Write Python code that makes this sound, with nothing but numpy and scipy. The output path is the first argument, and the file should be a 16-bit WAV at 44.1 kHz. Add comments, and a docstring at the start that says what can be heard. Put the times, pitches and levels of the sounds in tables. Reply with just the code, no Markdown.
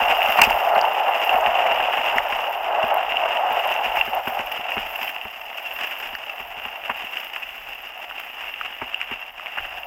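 """A hollow roar of wind comes first, with crunching grit and a few sharp knocks close behind.
A camera in a closed plastic case is riding up a wet dirt track. Wind stirs the air inside the case
and drops after four seconds; tyre grit and small rattles make its shell ring.
Bumps thump through the camera's mount, the case knocks, clatters and gives a few low, soft pops,
fine spray hisses, and raindrops tick on the case."""
import sys
import numpy as np
from scipy import signal
from scipy.fft import rfft, irfft
from scipy.io import wavfile
from scipy.ndimage import uniform_filter1d

SR = 44100
rng = np.random.default_rng(int(sys.argv[2]) if len(sys.argv) > 2 else 0)


def to_wav(sig):
    """Store sig (one row per channel, or 1-D mono) as 16-bit WAV at the path in sys.argv[1].

    Samples outside -1..1 are clipped; the rate is SR.
    """
    pcm = np.clip(np.atleast_2d(sig), -1, 1) * 32767
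    pcm = np.round(pcm).astype(np.int16)
    wavfile.write(sys.argv[1], SR, pcm.T)  # frames by channels


N = 434826
HIT = 8192  # samples set aside for one short sound


def undb(db):
    """Turn decibels into a number to multiply by."""
    return 10 ** (np.asarray(db) / 20)


def unit(x):
    """Scale a signal so its average strength (rms) is 1."""
    return x / np.sqrt(np.mean(x ** 2))


def peak(x, db):
    """Scale a signal so its highest peak is at db."""
    return x * undb(db) / np.abs(x).max()


def add(out, s, x):
    """Mix x into out, starting at s seconds."""
    start = int(np.clip(s * SR, 0, N - 1))
    out[start:start + len(x)] += x[:N - start]


def curves(table):
    """Join a table's points in time with straight lines, one curve for each level column."""
    times, *columns = np.transpose(table)
    return [np.interp(np.arange(N) / SR, times, column) for column in columns]


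def colour(x, tone):
    """Pass x through an object whose tone is given as rows of f/Hz, level/dB."""
    hz, db = np.transpose(sorted(tone))
    grid_hz = np.maximum(np.arange(HIT // 2 + 1) * SR / HIT, 1)
    gain = undb(np.interp(np.log(grid_hz), np.log(hz), db))
    # put all the ringing after each hit, so its start stays sharp
    cepstrum = irfft(np.log(gain))
    cepstrum[1:HIT // 2] *= 2
    cepstrum[HIT // 2 + 1:] = 0
    ring = irfft(np.exp(rfft(cepstrum)))
    return signal.fftconvolve(x, ring)[:len(x)]


def resonate(x, hz, q):
    """Make x ring at one pitch, using two filters in a row; a higher q rings longer."""
    once = signal.lfilter(*signal.iirpeak(hz, q, fs=SR), x)
    return signal.lfilter(*signal.iirpeak(hz, q / 2, fs=SR), once)


def wander(per_s):
    """A smooth random wobble of strength 1 that picks a new value per_s times a second."""
    hold = int(SR / per_s)
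    steps = np.repeat(rng.standard_normal(N // hold + 1), hold)
    return unit(uniform_filter1d(uniform_filter1d(steps, hold), hold // 2)[:N])


def impacts(per_s, spread_db):
    """Taps at random times, most small and a few large."""
    size_db = spread_db * np.minimum(rng.exponential(size=N), 4)
    return (rng.random(N) < per_s / SR) * undb(size_db)


def crackle(per_s, spread_db, decay_s):
    """A loudness curve that jumps at each random tap and then dies away."""
    return unit(signal.lfilter([1], [1, -np.exp(-1 / (decay_s * SR))], impacts(per_s, spread_db)))


def contact(decay_s):
    """One brief, rough touch: a burst of noise that fades."""
    return rng.standard_normal(HIT) * np.exp(-np.arange(HIT) / SR / decay_s)


# How rough and wet the track is: t/s, grit level/dB, spray level/dB
TRACK = [(0, -25, -45), (.45, -25, -40.5), (.68, -27.5, -44), (1.02, -29.5, -50), (1.26, -27, -45.5),
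         (1.8, -25.5, -51), (2.25, -29.5, -47.5), (2.52, -32.5, -53), (3.15, -27.5, -53),
         (3.33, -30, -52.5), (3.6, -26.5, -48.5), (4.3, -33.5, -47.5), (4.7, -32, -53.5),
         (5.03, -29.5, -44), (5.22, -36, -53.5), (5.5, -36, -51.5), (5.8, -30, -48), (6.2, -35.5, -51.5),
         (6.8, -35, -55.5), (7.1, -33, -50), (7.9, -36.5, -53.5), (9.15, -32.5, -56.5), (9.34, -41.5, -59),
         (9.58, -31, -54), (9.86, -38, -53)]
def track(patch_db=1.0, patches_per_s=20, halving_s=0.024):
    """Grit and spray levels waver over patches and swell around each bump, knock, pop and clatter."""
    grit_db, hiss_db = curves(TRACK) + patch_db * wander(patches_per_s)
    events = np.zeros(N)
    for s, *_ in TRACK_BUMPS + KNOCKS_AND_POPS + CLATTER_BURSTS:
        add(events, s, np.ones(1))
    swell = signal.windows.hann(2 * int(2 * halving_s * SR) + 1)
    stir = np.clip(signal.fftconvolve(events, swell, "same"), 0, 1)
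    return grit_db + 1.5 * stir, hiss_db + 0.36 * stir


# The tone of fine water on the case: f/Hz, level/dB
SPRAY_TONE = [(4000, -40), (8000, -28), (10800, -13), (12300, 3), (12900, 5.5), (13800, 1.5), (14800, 5),
              (15700, -4.5)]
def spray(hiss_db, flicker_db=1.1, boost_db=1):
    """Fine water hisses and spatters over the case."""
    mist = rng.standard_normal(N) * undb(flicker_db * wander(22))
    spatter = 1 + 0.52 * crackle(per_s=45, spread_db=2.7, decay_s=0.0033)
    return unit(colour(mist * spatter, SPRAY_TONE)) * undb(hiss_db + boost_db)


# The biggest raindrops: t/s, peak level/dB before the boost, ring f/Hz
RAINDROPS = [(0.228, -25, 13700), (0.7503, -32, 4300), (0.813, -20, 4900), (1.248, -25, 12500),
             (1.41, -32, 6840), (1.745, -34, 4960), (2.289, -27, 14800), (2.943, -22, 14000),
             (3.5285, -24, 14000), (3.675, -27, 12600), (3.74, -36, 6250), (4.1496, -26, 13300),
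             (4.462, -30, 12900), (4.521, -26, 13100), (4.705, -28, 13300), (4.979, -31, 12300),
             (6.151, -32, 4830), (8.199, -30, 14900)]
def raindrops(splash_s=0.00096, boost_db=1):
    """Raindrops tick on the case, each with its own short ring."""
    out = np.zeros(N)
    for s, db, hz in RAINDROPS:
        add(out, s, peak(resonate(contact(splash_s), hz, q=7), db + boost_db))
    return out


def ticks(grit_db, offset_db=-15):
    """Small parts tick against the shell at random, harder on rough ground."""
    taps = impacts(per_s=9, spread_db=5.0)
    return unit(colour(taps, SHELL_TONE)) * undb(grit_db + offset_db)


# The deep tone of the swaying mount: f/Hz, level/dB
SWAY_TONE = [(12, -31), (22, -1.0), (50, -0.5), (70, -11.5), (110, -13.0), (200, -20.5), (400, -47)]
def rocking(grit_db, sway_db=4.0, rise_s=0.017, fall_s=0.11):
    """The mount rumbles on rough ground and keeps swaying after every bump."""
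    t = np.arange(N) / SR
    power = undb(-50 + 0.34 * grit_db) ** 2
    for s, _, _, rock_db in TRACK_BUMPS:
        age = np.maximum(t - s, 0)
        power += (undb(rock_db) * (1 - np.exp(-age / rise_s)) * np.exp(-age / fall_s)) ** 2
    sway = rng.standard_normal(N) * undb(sway_db * wander(14))
    return unit(colour(sway, SWAY_TONE)) * np.sqrt(power)


# The low notes the mount rings at: f/Hz, fade time/s (to fall by 60 dB), level/dB
MOUNT_NOTES = [(51, 0.21, -21), (84.4, 0.056, -10.5), (125, 0.038, -11.5), (176, 0.032, -13),
               (234.6, 0.075, -5), (273, 0.051, -12.5), (406, 0.035, 1)]
# The tone of the shuddering case: f/Hz, level/dB
SHUDDER_TONE = [(100, -19), (400, -14), (800, 6.5), (1400, -3.5), (2800, -1.5), (3800, -51), (9000, -39)]
# Bumps, before the boosts: t/s, thump level/dB, shudder level/dB, rocking level/dB
TRACK_BUMPS = [(0.013, -31, -21, -38), (0.283, -33, -36, -48), (0.388, -30, -9.5, -42),
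               (0.415, -29.5, -9.5, -47), (0.468, -25.5, -25, -55), (0.758, -34.5, -20, -59),
               (1.338, -35, -23.5, -48), (1.468, -30.5, -19, -49), (1.8, -39, -23, -50),
               (1.985, -36.5, -25, -43), (2.155, -31.5, -33, -49), (2.325, -48, -18, -50),
               (2.833, -28.5, -36, -61), (3.506, -36.5, -38, -45), (3.856, -35.5, -28, -47),
               (3.969, -47, -16.5, -41), (4.075, -36.5, -24, -58), (4.271, -27.5, -21, -43),
               (4.392, -32.5, -25.5, -56), (4.587, -37.5, -41, -58), (4.767, -28, -22, -49),
               (5.25, -36.5, -30, -62), (6.126, -42, -37, -64), (6.398, -41, -30, -56),
               (6.57, -44, -40, -53), (6.652, -41, -34.5, -55), (6.895, -32, -19.5, -55),
               (7.036, -41, -48, -58), (8.816, -31, -24.5, -61), (9.111, -32, -29, -59),
               (9.572, -48, -25, -52)]
def bumps(push_s=0.0028, shudder_s=0.011, thump_delay_s=0.00307, thump_boost_db=3.5, shudder_boost_db=7):
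    """Each bump thumps the mount into ringing at its low notes, and the case shudders on it."""
    out, t = np.zeros(N), np.arange(HIT) / SR
    push = 1 - np.exp(-t / push_s)
    for s, thump_db, shudder_db, _ in TRACK_BUMPS:
        ring = np.zeros(HIT)
        for hz, fade_s, note_db in MOUNT_NOTES:
            detuned_hz = hz * (1 + 0.034 * rng.standard_normal())
            phase = 2 * np.pi * (detuned_hz * t + rng.random())
            ring += np.sin(phase) * undb(note_db - 60 * t / fade_s)
        add(out, s + thump_delay_s, peak(ring * push, thump_db + thump_boost_db))
        shudder = colour(contact(shudder_s), SHUDDER_TONE)
        add(out, s, peak(shudder, shudder_db + shudder_boost_db))
    return out


# The tone of the plastic shell: f/Hz, level/dB
SHELL_TONE = [(120, -36), (240, -16.5), (300, -18), (520, -12), (750, -4), (1000, -5), (1500, -6),
              (1950, -3.5), (2350, -4), (2620, 2), (2760, 8.5), (2930, 1), (3100, -5.5), (3900, -27.5),
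              (5500, -70), (9000, -100)]
# The shell's high, bright ringing: f/Hz, level/dB
TREBLE_TONE = [(3000, -25), (4100, -8), (4550, -8), (4940, 5), (5270, -1), (5570, 2.5), (5920, -9.5),
               (6300, -1), (6650, -7), (7100, -4.5), (7800, -6.5), (8600, -12.5), (10800, -12.5),
               (16000, -10)]
def tyres(grit_db, hiss_db, shake_db=0.56, grains_db=-1, rattle_db=-1.5):
    """Wet grit crackles under the tyres and shakes small parts into rattling; both ring the shell."""
    shake = undb(shake_db * wander(40))
    rattles = crackle(per_s=80, spread_db=2.5, decay_s=0.0045)
    grains = unit(impacts(per_s=900, spread_db=3.8) * rng.standard_normal(N))
    rattling = (1.1 + undb(rattle_db) * rattles) * rng.standard_normal(N)
    crunch = shake * (undb(grains_db) * grains + rattling)
    fizz = shake * (rng.standard_normal(N) * (1 + 0.55 * rattles) + 0.19 * grains)
    # the bright ringing follows grit and spray about equally
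    gap_db = grit_db - hiss_db
    treble_db = hiss_db - 3 + 0.48 * (gap_db - np.mean(gap_db))
    body = unit(colour(crunch, SHELL_TONE)) * undb(grit_db)
    return body + unit(colour(fizz, TREBLE_TONE)) * undb(treble_db)


# Bursts of clatter: t/s, level/dB, length/s, ring f/Hz, treble level/dB before the splash is added
CLATTER_BURSTS = [(0.415, -1, 0.0043, 2450, -16.5), (0.432, -11, .012, 2640, -29),
                  (0.442, -24, 0.011, 2550, -31), (0.501, -30, 0.0087, 2680, -37),
                  (2.18, -28, .005, 2500, -36), (3.168, -13, 0.0037, 2800, -46),
                  (3.962, -25, 0.04, 2420, -47), (4.698, -30, 0.059, 2540, -51),
                  (5.075, -22, 0.0076, 2700, -56), (5.57, -30, 0.015, 2750, -50),
                  (6.903, -29, 0.016, 2720, -62), (7.422, -30, 0.022, 2600, -60),
                  (8.193, -33, .01, 2740, -59), (9.123, -31, 0.012, 2670, -57),
                  (9.573, -28, 0.017, 1600, -55)]
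def clatters(splash_db=-2):
    """Hard jolts make the case chatter against its mount and shake water off it."""
    out = np.zeros(N)
    for s, db, length_s, hz, treble_db in CLATTER_BURSTS:
        gate = np.exp(-(2 * np.arange(HIT) / SR / length_s - 1) ** 6)  # on, then off, with soft edges
        chatter = rng.standard_normal(HIT) * gate
        ring = unit(resonate(colour(chatter, SHELL_TONE), hz, q=4))
        splash = undb(splash_db) * unit(colour(chatter, SPRAY_TONE))
        treble = unit(colour(chatter, TREBLE_TONE)) + splash
        length_gain = np.sqrt(np.mean(gate ** 2))  # allows for the silence after the burst
        add(out, s, length_gain * (ring * undb(db) + treble * undb(treble_db)))
    return out


# The loudest knocks and pops: t/s, peak level/dB, ring f/Hz, treble level/dB before the offset
KNOCKS_AND_POPS = [(0.117, -9, 2170, -41), (0.218, -6, 2050, -41), (0.8439, -7, 980, -34),
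                   (1.2698, -11, 920, -40), (1.293, -8.5, 2730, -35), (1.5946, -13, 2240, -38),
                   (2.183, -4, 2000, -28), (3.2241, -12, 880, -48), (3.3695, -12.5, 2310, -35),
                   (4.0108, -3.5, 2510, -37), (4.521, -18, 2360, -35), (4.7186, -12, 2380, -45),
                   (5.2132, -20, 2610, -50), (5.9106, -19, 2420, -42), (6.091, -20.5, 2600, -49),
                   (6.151, -15.5, 1890, -38), (6.2963, -20.5, 2110, -38), (6.8989, -9, 1140, -46),
                   (7.17, -12.5, 2370, -35), (7.362, -16, 1280, -47), (7.7323, -21, 2600, -34),
                   (8.1107, -20, 1360, -45), (8.5393, -17.5, 2540, -47), (8.6115, -11, 1450, -46),
                   (8.9437, -11, 2710, -32), (9.014, -9, 2250, -27), (9.396, -20.5, 1540, -40),
                   (9.4685, -17, 2150, -47), (9.5842, -13.5, 1390, -46), (9.65, -20, 1550, -46),
                   (9.8324, -22, 2590, -48)]
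def knocks_and_pops(burst_s=0.0014, roughness=0.35, pop_below_hz=1100, treble_offset_db=-3):
    """Sharp knocks ring the shell; low, soft pops, like puffs of wind, sound in the case's hollow."""
    out = np.zeros(N)
    for s, db, hz, treble_db in KNOCKS_AND_POPS:
        push = signal.unit_impulse(HIT) + roughness * contact(burst_s)
        tone = HOLLOW_TONE if hz < pop_below_hz else SHELL_TONE
        ring = resonate(colour(push, tone), hz, q=2)
        add(out, s, peak(ring, db))
        click = colour(contact(burst_s), TREBLE_TONE)
        add(out, s, peak(click, treble_db + treble_offset_db))
    return out


# The tone of the hollow space inside the case: f/Hz, level/dB
HOLLOW_TONE = [(100, -49), (200, -40), (300, -29.5), (500, -12.5), (725, 3.5), (860, -0.5), (1050, -8.5),
               (1450, -15.5), (2200, -23.5), (3000, -62), (5000, -100)]
# The wind, strong for the first four seconds: t/s, level/dB before gusts and boost
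WIND_STRENGTH = [(0, -21.5), (.28, -21), (.43, -19), (.68, -19.5), (1.25, -22.5), (1.55, -19), (2, -23.5),
                 (2.6, -26.5), (2.92, -17.5), (3.05, -25), (3.55, -24.5), (4.0, -24.5), (4.1, -32),
                 (4.17, -20), (4.25, -34), (4.35, -25), (4.47, -34.5), (4.95, -35), (5.25, -39.5),
                 (7.1, -40.5), (7.3, -47), (8.35, -45.5), (9.35, -46.5), (9.58, -41.5), (9.7, -43),
                 (9.86, -40)]
def wind(gust_db=0.92, gusts_per_s=14, flutter_db=1.74, buffet_db=1.7, puffs_db=-5, boost_db=0.45):
    """Swirling air and sudden small puffs make the hollow of the case roar."""
    level_db = curves(WIND_STRENGTH)[0] + gust_db * wander(gusts_per_s)
    swirls = unit(rng.standard_normal(N) * undb(flutter_db * wander(130) + buffet_db * wander(25)))
    puffs = unit(impacts(per_s=260, spread_db=2.0) * rng.choice([-1, 1], N))
    roar = colour(swirls + undb(puffs_db) * puffs, HOLLOW_TONE)
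    return unit(roar) * undb(level_db + boost_db)


def scene():
    """Everything reaches the one microphone inside the case."""
    grit_db, hiss_db = track()
    water = spray(hiss_db) + raindrops()
    ride = ticks(grit_db) + rocking(grit_db) + bumps() + tyres(grit_db, hiss_db)
    return (water + ride + clatters() + knocks_and_pops() + wind())[None]


def record(dry, ceiling=0.68, top_hz=15800):
    """The camera overloads on the hardest jolt, rounding off its peaks, and cuts the highest treble."""
    rounded = dry / (1 + (dry / ceiling) ** 8) ** (1 / 8)
    return signal.sosfiltfilt(signal.ellip(8, .1, 60, top_hz, fs=SR, output="sos"), rounded)


dry = scene()
out = record(dry)
to_wav(out)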